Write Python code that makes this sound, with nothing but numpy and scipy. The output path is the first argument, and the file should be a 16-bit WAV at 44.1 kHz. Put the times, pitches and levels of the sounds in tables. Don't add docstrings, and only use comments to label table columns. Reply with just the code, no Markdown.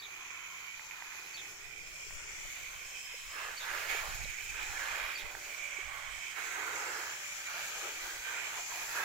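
import sys
import numpy as np
from scipy import signal
from scipy.fft import rfft, irfft, next_fast_len
from scipy.io import wavfile
from scipy.ndimage import uniform_filter1d

SR = 44100
rng = np.random.default_rng(int(sys.argv[2]) if len(sys.argv) > 2 else 0)


def waveform_to_disk(signal):
    frames = np.transpose(np.atleast_2d(signal))
    scaled = np.clip(frames, -1, 1) * 32767
    samples = np.round(scaled).astype(np.int16)
    wavfile.write(sys.argv[1], SR, samples)


N = 398663
CLOCK_S = np.arange(0, N / SR + .002, .002)

# time_s, main_ring_hz, low_ring_db, upper_ring_db, high_ring_db
RINGS = [(0, 2400, 11, 2, -1), (.5, 2370, 14, 8, -8), (.9, 2450, 7, 2, -6), (1.35, 2440, 9, 1, 4),
         (1.7, 2400, 6, 1, 3), (2, 2400, 12, 4.2, 5), (2.3, 2320, -10, 1, -4), (2.7, 2330, 10, 1, -7),
         (2.95, 2470, 3, 13, 4), (3.3, 2550, 0, 4.1, 8), (3.9, 2280, -10, 1, -1), (4.15, 2430, -4, 1, 5),
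         (5.2, 2400, -0.5, 1, 2), (5.6, 2310, 2, 3, -1), (5.95, 2260, 6, 2.2, -2), (6.25, 2370, 1, 10, 6),
         (6.45, 2210, 4, 1, -6), (6.95, 2200, -9, 1, 4), (7.2, 2280, 0, 2, 0), (7.8, 2390, -9, 5.1, -3),
         (8.5, 2350, -1.5, 1, 3), (9.04, 2580, 0, 1, -10)]


def nozzle():
    # time_s, whistle_db, whistle_pan_db, hiss_db, hiss_pan_db
    faders = [(0, -52.5, -8, -58, 15), (.25, -48, -9.5, -52.5, 18), (1, -50, -8.5, -54, 17),
              (1.3, -49.5, -11, -54, 12.5), (1.8, -49, -10, -53.5, 10.5), (2.15, -52.5, -1, -51, 11),
              (2.59, -46.5, -4, -48, 12), (2.9, -50, -7.5, -52.5, 8.5), (3.5, -50, -5.5, -55, 4.5),
              (4.1, -47, -7, -50.5, 8), (4.35, -45.5, -10, -52, 7), (4.85, -43, -7.5, -48.5, 9),
              (5.15, -47, -6.5, -53, 7.5), (5.37, -46.5, -8, -53.5, 8), (5.76, -44.5, -11, -52.5, 7.5),
              (6.3, -45, -8.5, -51.5, 5.5), (6.5, -48.5, -11, -49, 7), (7.2, -48.5, -1.5, -48, 10),
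              (7.85, -44.5, 0.5, -45.5, 11.5), (8.2, -52, -1, -49, 7), (8.35, -44, -7, -48, 9),
              (9.04, -46, -6, -47, 10.5)]
    # frequency_hz, left_db, right_db
    whistle_eq = [(1090, -25, -35.5), (1940, 0, -4), (2220, -6, 0), (2350, 2, -1.5), (2580, 1, -3),
                  (2660, 3.5, -13.5), (3040, 0, -9), (3510, 0.5, -16.5), (3960, -31, -20.5),
                  (4860, -50, -66)]
    # frequency_hz, left_db, right_db
    hiss_eq = [(3180, -29, -32), (4600, -6, -23), (4880, -10, -8.5), (5230, 0, 2.5), (5370, -2.5, -17),
               (6200, 3, -13), (6410, 5, 3), (6530, 3, 3.5), (7456, 5, 1), (7940, -44, 3),
               (8460, -10, -5.5), (8550, -22, -4.5), (10060, -19, -22.5)]
    whistle_db, whistle_pan_db, hiss_db, hiss_pan_db = curves(faders)
    time_s, main_hz = np.transpose(RINGS)[:2]

    def chamber_db(hz, t):
        detune_hz = hz[:, None] - np.interp(t, time_s, main_hz)
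        return 7.5 * np.exp(-(detune_hz / 140) ** 2) + side_rings(hz, t)

    whistle = coloured(noise(), whistle_eq, (2100, 2700), 0.84, chamber_db, bearing="nozzle")
    hiss = coloured(noise(), hiss_eq, (5000, 7500), 1.08, side_rings, bearing="nozzle")
    whistle *= to_samples(placed(whistle_db - 6.5, whistle_pan_db) * surge("whistle") * waver(1.43, 12))
    hiss *= to_samples(placed(hiss_db, hiss_pan_db) * surge("hiss") * waver(0.95, 12))
    return whistle + hiss


def leaves():
    # time_s, level_db, pan_db, bass_db
    soil = [(0, -64, 2, 8), (.5, -61.5, -1, 2.5), (1.05, -58, 0, -1), (1.35, -62.5, -2.5, 4.5),
            (1.8, -70.5, -2, 21), (2.15, -63, -4, 8), (2.7, -63.5, -2.5, 7.5), (3.2, -60.5, -1.5, 2),
            (4.3, -59.5, -4, 2.5), (5.3, -62, -1.5, 17.5), (5.7, -54, -2.5, 0.5), (6, -51.5, -4.5, -1.5),
            (6.3, -55, -3, -5), (7.3, -54.5, -4.5, -3.5), (8, -56, -4, 6.5), (9.04, -54, -1, -7)]
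    # start_s, end_s, start_db, end_db, pan_db, rise_s, fall_s, bass_db
    passes = [(3.386, 3.504, -47.5, -48.5, -2.5, 0.11, 0.083, 1),
              (3.714, 3.873, -44.5, -45.5, -3.5, 0.15, .03, -1),
              (3.902, 3.994, -41.5, -44, -3, .02, 0.24, 0.5),
              (4.582, 4.762, -47.5, -48, -3.5, 0.085, .05, -4.5),
              (4.81, 5.04, -44.5, -45, -3.5, 0.075, 0.17, -6),
              (6.385, 6.55, -46, -47, -2.5, 0.035, 0.059, -5), (6.592, 7, -44, -45, -2.5, 0.055, 0.27, 0),
              (7.55, 7.803, -48.5, -47, -3, 0.23, .03, -4.5), (7.83, 7.892, -49, -50.5, 2, .03, 0.04, 5),
              (8.057, 8.144, -49.5, -48.5, -1, 0.062, 0.066, 0),
              (8.277, 8.59, -47.5, -47.5, -1, 0.055, 0.072, -3.5),
              (8.71, 8.923, -50, -49.5, -3.5, .04, .03, 1.5),
              (8.98, 9.1, -43, -43.5, -1.5, 0.075, .05, 8.5)]
    # frequency_hz, left_db, right_db
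    drum_eq = [(196, -68, -72.5), (326, -9, -14), (520, -8, -10.5), (970, -2, -3.5), (1534, -2.5, 3),
               (1990, -6.5, 0), (2640, -8.5, -7.5), (3800, -12.5, -15.5), (6040, -18, -28),
               (9000, -25, -25.5)]
    soil_db, pan_db, soil_bass_db = curves(soil)
    powers = [placed(soil_db, pan_db) ** 2] + [swell(*row[:-1]) for row in passes]
    basses_db = [soil_bass_db] + [row[-1] for row in passes]
    bass_db = sum(db * power.sum(0) for db, power in zip(basses_db, powers)) / sum(powers).sum(0)

    def body_db(hz, t):
        return np.interp(t, CLOCK_S, bass_db) / (1 + (hz[:, None] / 800) ** 2) + side_rings(hz, t)

    level = to_samples(np.sqrt(sum(powers)) * waver(1.0, 14))
    impacts = drops(per_s=5000, spread_db=1.76)
    return level * coloured(impacts, drum_eq, (400, 1700), 1.15, body_db, bearing="water")


def mist():
    # time_s, level_db, pan_db
    fader = [(0, -67, 0), (1.1, -66, -4), (1.26, -63, 0), (1.5, -69, -4), (1.9, -65.5, -3),
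             (2.2, -72.5, -10), (2.54, -62.5, -4), (3, -64, -3), (3.45, -61.5, -5), (3.7, -58.5, 0),
             (4.1, -58.5, -1), (4.35, -63, -9), (4.85, -60.5, 0), (5.1, -58.5, -1), (5.3, -63.5, -2),
             (5.6, -64.5, -2), (6.2, -65.5, -13), (6.65, -64, 3), (6.85, -64.5, 2), (7.1, -56.5, 0),
             (7.4, -61.5, 1), (7.55, -58, 2), (8.2, -57.5, 1), (8.4, -60.5, 0), (9.04, -53.5, 0.5)]
    # frequency_hz, left_db, right_db
    fizz_eq = [(2340, -13, 0), (4030, 10, 14.5), (6000, 7.5, 5.5), (9000, -8, -35), (9630, -4, -1),
               (10400, 1.5, 8.5), (13100, 4, 7), (16500, -8, 8)]
    level = to_samples(placed(*curves(fader)) * surge("fizz") * waver(1.53, 15))
    return level * coloured(drops(per_s=15000, spread_db=2.5), fizz_eq, (10500, 15500), .9)


def fat_drops():
    # start_s, level_db, pitch_hz, pan_db, lower_octave_share
    ticks = [(.7948, -36.5, 2000, -8, .3), (.9108, -34, 2300, -12, .12), (.9208, -39, 2300, -12, .05),
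             (1.0222, -32.5, 1900, -7, .35), (2.107, -38, 1900, -5, .25), (4.248, -38, 3900, -6, .1),
             (5.3508, -32, 1700, -8, .3)]
    # start_s, level_db, pitch_hz, pan_db
    plops = [(2.064, -54, 400, 6), (2.45, -50, 610, 11), (3.14, -48, 497, -3), (3.946, -41, 440, -3),
             (4.253, -47.5, 568, -5.0), (5.785, -47, 395, -2.0)]
    out, t = np.zeros((2, N)), np.arange(2000) / SR
    low_cut = signal.butter(2, 600, "high", fs=SR)
    for start_s, db, hz, pan_db, lower_share in ticks:
        ring = np.exp(-t / .0009) * np.sin(2 * np.pi * hz * t)
        lower_ring = lower_share * np.exp(-t / .002) * np.sin(np.pi * hz * t)
        attack = 1 - np.exp(-t / .0005)
        tick = signal.lfilter(*low_cut, 2.8 * (ring + lower_ring) * attack)
        add(out, start_s, panned(db, pan_db) * tick)
    for start_s, db, hz, pan_db in plops:
        cycles = t * hz
        envelope = (cycles / 1.86 * np.exp(1 - cycles / 1.88)) ** 2
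        add(out, start_s, panned(db, pan_db) * envelope * np.sin(2 * np.pi * cycles))
    return out


def wind():
    # time_s, level_db, pan_db
    breeze = [(0, -82.5, 7), (1.5, -80.5, 5), (1.7, -71, 13), (2.1, -65.5, 15), (2.5, -64.5, -4),
              (3, -74, -7), (3.5, -69.5, 7), (4.4, -61.5, 5), (5.1, -71, -9), (5.6, -73, 5),
              (6.15, -65, -12), (6.26, -78, 0), (7.5, -84, 0), (8, -74, -8), (8.3, -79, 3), (9.04, -77, -3)]
    # start_s, end_s, start_db, end_db, pan_db
    gusts = [(2.11, 2.158, -59, -59, 23), (2.38, 2.46, -65, -68, 4), (2.762, 2.854, -61, -62, -28),
             (3.253, 3.285, -58, -61, 20), (3.89, 3.91, -61, -64, 19), (3.974, 4, -58, -59, -12),
             (4.07, 4.3, -54, -52, -16), (4.42, 4.533, -58.5, -54.5, -6), (4.593, 4.78, -61, -55.5, -23),
             (4.92, 4.94, -57, -61, -20), (5.01, 5.06, -60, -62, -17), (5.232, 5.26, -58, -57, -6),
             (5.353, 5.38, -54, -59, -17), (5.84, 5.967, -60, -59, -22), (6.06, 6.174, -64, -60, -19),
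             (7.94, 8.07, -69, -69, -12), (8.15, 8.192, -65, -64, -15)]
    # frequency_hz, left_db, right_db
    wind_eq = [(15, 7.5, 11.5), (44.6, -8.5, 13.5), (80, -8, -2), (122, -21, 5), (198, -38, -37),
               (400, -29.5, -37)]
    power = placed(*curves(breeze)) ** 2 + sum(swell(*row, rise_s=.026, fall_s=.05) for row in gusts)
    wind_db = 10 * np.log10(power.sum(0) / 4)
    lumps = gain_of(2.9 * unit_rms(uniform_filter1d(noise(), size=1500)))

    def shelf_db(hz, t):
        return 1.1 * (np.interp(t, CLOCK_S, wind_db) + 52.5) / (1 + (110 / (hz[:, None] + 1)) ** 4)

    buffeting = coloured(noise(), wind_eq, (25, 150), 0.14, shelf_db, apart=True, size=2048)
    return to_samples(np.sqrt(power)) * lumps * buffeting


def wind_slaps():
    # start_s, level_db, pitch_hz, pan_db
    slaps = [(4.083, -55, 150, -10), (4.181, -52, 119, -14), (4.239, -50, 170, -14), (5.236, -53, 149, -2)]
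    out, t = np.zeros((2, N)), np.arange(1500) / SR
    for start_s, db, hz, pan_db in slaps:
        push = np.exp(-((t * hz - 1) / .6) ** 2) * np.sin(2 * np.pi * hz * t)
        add(out, start_s, panned(db, pan_db) * push)
    return out


def bird():
    # start_s, high_note_db, low_note_db, pitch_factor
    chirps = [(-.012, -44, -45, 1.01), (1.335, -45, -43.5, 0.98), (3.567, -40.5, -43, .995),
              (5.147, -40, -45, 1.02)]
    # time_s, pitch_hz
    glide = [(0, 4680), (.006, 4560), (.024, 4520), (.031, 3520), (.042, 3720), (.06, 3640), (.08, 3500)]
    out, t = np.zeros((2, N)), np.arange(round(.09 * SR)) / SR
    high_note = np.exp(-((t - .013) / .01) ** 2)
    low_note = np.exp(-((t - .053) / .021) ** 4)
    echo_t = t[:1500]
    for start_s, high_db, low_db, pitch_factor in chirps:
        tremble = unit_rms(uniform_filter1d(rng.standard_normal(len(t)), size=70))
        hz = pitch_factor * np.interp(t, *np.transpose(glide)) + (90 + 120 * low_note) * tremble
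        envelope = gain_of(high_db) * high_note + gain_of(low_db) * low_note
        call = envelope * np.sin(2 * np.pi * np.cumsum(hz) / SR)
        scatter = np.exp(-echo_t / 0.02) * rng.standard_normal((2, len(echo_t)))
        garden = (echo_t == 0) + 0.7 * scatter / np.linalg.norm(scatter[0])
        add(out, start_s, panned(0, pan_db=3) * signal.fftconvolve(call[None], garden, axes=1))
    return out


def traffic():
    # time_s, level_db
    fader = [(0, -73), (1.2, -73.5), (1.7, -68), (2.3, -69), (2.8, -74), (6, -73), (6.8, -71), (8.2, -74),
             (9.04, -70)]
    # frequency_hz, left_db, right_db
    rumble_eq = [(30, -8, 1), (73, 7, -0.5), (119, 5.5, 3), (170, 6, -5.5), (247, -6.5, -12.5),
                 (436, -10, -10.5), (1200, -34, -71)]
    return to_samples(gain_of(curves(fader))) * coloured(noise(), rumble_eq, (25, 150), 0.4, size=4096)


def hum():
    # start_s, end_s, pitch_hz, level_db
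    spells = [(4.948, 6.165, 587, -66.5), (7.098, 7.7, 590, -66)]
    out = np.zeros((2, N))
    for start_s, end_s, hz, db in spells:
        t = np.arange(0, end_s - start_s, 1 / SR)
        tone = np.sqrt(2) * np.sin(2 * np.pi * hz * t) * signal.windows.tukey(len(t), .3)
        add(out, start_s, panned(db, pan_db=0) * tone)
    return out


def side_rings(hz, t):
    ring_hz, width_hz = (1076, 3095, 5250), (64, 106, 240)
    time_s, _, *boosts_db = np.transpose(RINGS)
    return sum(np.interp(t, time_s, db) * np.exp(-((hz[:, None] - centre) / width) ** 2)
               for db, centre, width in zip(boosts_db, ring_hz, width_hz))


def surge(layer):
    # start_s, length_s, fall_s, whistle_db, hiss_db, fizz_db
    surges = [(3.891, .075, .06, 8, 4.5, 5), (4.15, .008, .015, -2, 1, 5), (4.23, .008, .01, 0.5, 2, 5),
              (4.3, .004, .008, 1, 0, 4), (4.497, .004, .012, 3.5, 5, 3), (4.628, .004, .008, 3, 2, 5),
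              (5.178, .02, .04, 2.5, 2, 6.5), (5.315, 0.07, 0.057, -4.5, 0.5, 2),
              (6.335, 0.024, 0.022, -3, -3, 0), (6.754, 0.036, 0.046, 1, 2, -6),
              (8.744, .05, .05, 3, 0.5, -0.5), (8.95, .03, .05, 1.5, 2, 2)]
    column = ("whistle", "hiss", "fizz").index(layer)
    return gain_of(sum(layers_db[column] * held(start_s, start_s + length_s, .0066, fall_s)
                       for start_s, length_s, fall_s, *layers_db in surges))


def drops(per_s, spread_db):
    size = gain_of(spread_db * np.minimum(rng.exponential(1, (2, N)), 5))
    return unit_rms(size * rng.choice([-1., 1.], (2, N)) * (rng.random((2, N)) < per_s / SR))


def coloured(source, eq, band_hz, patchy_db, extra_db=None, bearing=None, apart=False, size=512):
    # frequency_hz, likeness (0-1), left_lead_rad
    ports = [(58.6, 0.82, 0.32), (254, 1, -0.98), (590, 0.71, 0.74), (980, 0.67, -1.28),
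             (1310, 0.39, -1.77), (1930, 0.57, -0.55), (2400, 0.69, 0.79), (2980, 0.35, 0.39),
             (3530, 0.28, 0.056), (5060, 0.28, 1), (6500, 0.02, 1), (9000, 0, 0.83)]
    # time_s, water_left_lead_ms, nozzle_left_lead_ms, likeness_factor
    bearings = [(0, 0.21, 0.18, 1.06), (1.5, 0.16, 0.16, 1.15), (2, .05, 0.23, 0.75),
                (3.1, 0.027, -0.09, 0.73), (3.4, .001, 0.03, 0.99), (6.3, .001, -0.019, 0.86),
                (6.6, 0.036, -0.17, 1.04), (9.04, 0.083, -0.16, 0.95)]
    frames = dict(fs=SR, nperseg=size, noverlap=size * 3 // 4)
    hz, t, (left, other) = signal.stft(source, **frames)
    likeness, lead_rad = over_frequency(ports, hz)[:, :, None]
    if bearing:
        time_s, water_ms, nozzle_ms, likeness_factor = np.transpose(bearings)
        lead_ms = np.interp(t, time_s, {"water": water_ms, "nozzle": nozzle_ms}[bearing])
        lead_rad = lead_rad + 2 * np.pi * hz[:, None] * lead_ms / 1000
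        likeness = likeness * np.interp(t, time_s, likeness_factor)
    likeness = 0 if apart else np.clip(likeness, 0, 1)
    right = likeness * left * np.exp(-1j * lead_rad) + np.sqrt(1 - likeness ** 2) * other
    gain = gain_of(over_frequency(eq, hz))
    in_band = (hz >= band_hz[0]) & (hz <= band_hz[1])
    gain /= np.sqrt((gain[:, in_band] ** 2).sum(1, keepdims=True) / len(hz))
    blots, streaks = rng.standard_normal(left.shape[::-1] + (2,)).T
    blots = uniform_filter1d(uniform_filter1d(blots, 5, axis=0), 20, axis=1)
    streaks = uniform_filter1d(uniform_filter1d(streaks, 2, axis=0), 120, axis=1)
    drift_db = patchy_db * (unit_rms(blots) + 2.23 * unit_rms(streaks))
    if extra_db:
        drift_db += extra_db(hz, t)
    return signal.istft(np.array([left, right]) * gain[:, :, None] * gain_of(drift_db), **frames)[1][:, :N]


def waver(depth_db, top_hz):
    hz, phase = np.geomspace(.7, top_hz, num=30)[:, None], rng.random((3, 30, 1))
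    shared, *sides = (np.sin(2 * np.pi * (hz * CLOCK_S + phase)) / hz ** 0.4).sum(1)
    return gain_of([depth_db * unit_rms(shared + 0.41 * side) for side in sides])


def swell(start_s, end_s, start_db, end_db, pan_db, rise_s, fall_s):
    db = np.interp(CLOCK_S, [start_s, end_s], [start_db, end_db])
    return (placed(db, [pan_db]) * held(start_s, end_s, rise_s, fall_s)) ** 2


def held(start_s, end_s, rise_s, fall_s):
    return np.interp(CLOCK_S, [start_s - rise_s, start_s, end_s, end_s + fall_s], [0, 1, 1, 0])


def placed(db, pan_db):
    ratio = gain_of(pan_db) ** 2
    return 2 * gain_of(db) * np.sqrt(np.array([ratio, np.ones_like(ratio)]) / (1 + ratio))


def panned(db, pan_db):
    return gain_of([[db + pan_db / 2], [db - pan_db / 2]])


def noise():
    return rng.standard_normal((2, N))


def gain_of(db):
    return 10 ** (np.asarray(db) / 20)


def unit_rms(x):
    return x / np.sqrt(np.mean(abs(x) ** 2) + 1e-20)


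def over_frequency(table, hz):
    points_hz, *columns = np.transpose(table)
    return np.array([np.interp(np.log(hz + 1), np.log(points_hz + 1), column) for column in columns])


def curves(table):
    time_s, *columns = np.transpose(table)
    return [np.interp(CLOCK_S, time_s, column) for column in columns]


def to_samples(gains):
    return np.array([np.interp(np.arange(N) / SR, CLOCK_S, gain) for gain in gains])


def add(mix, start_s, sound):
    at = round(start_s * SR)
    sound = sound[:, max(-at, 0):]
    part = mix[:, max(at, 0):][:, :sound.shape[1]]
    part += sound[:, :part.shape[1]]


def scene():
    water = leaves() + nozzle() + mist() + fat_drops()
    return water + wind() + wind_slaps() + traffic() + bird() + hum()


def record(dry):
    # frequency_hz, gain_db
    notch = [(7300, -3.5), (7650, -10), (7900, -41), (9300, -41), (9900, -0.5), (10400, -3.5)]
    size = next_fast_len(N)
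    notch_gain = gain_of(over_frequency(notch, np.fft.rfftfreq(size, 1 / SR))[0])
    left = irfft(rfft(dry[0], size) * notch_gain, size)[:N]
    high_cut = signal.firwin(511, cutoff=15800, window=("kaiser", 9), fs=SR)
    return signal.oaconvolve(np.array([left, dry[1]]), high_cut[None], "same")


dry = scene()
out = record(dry)
waveform_to_disk(out)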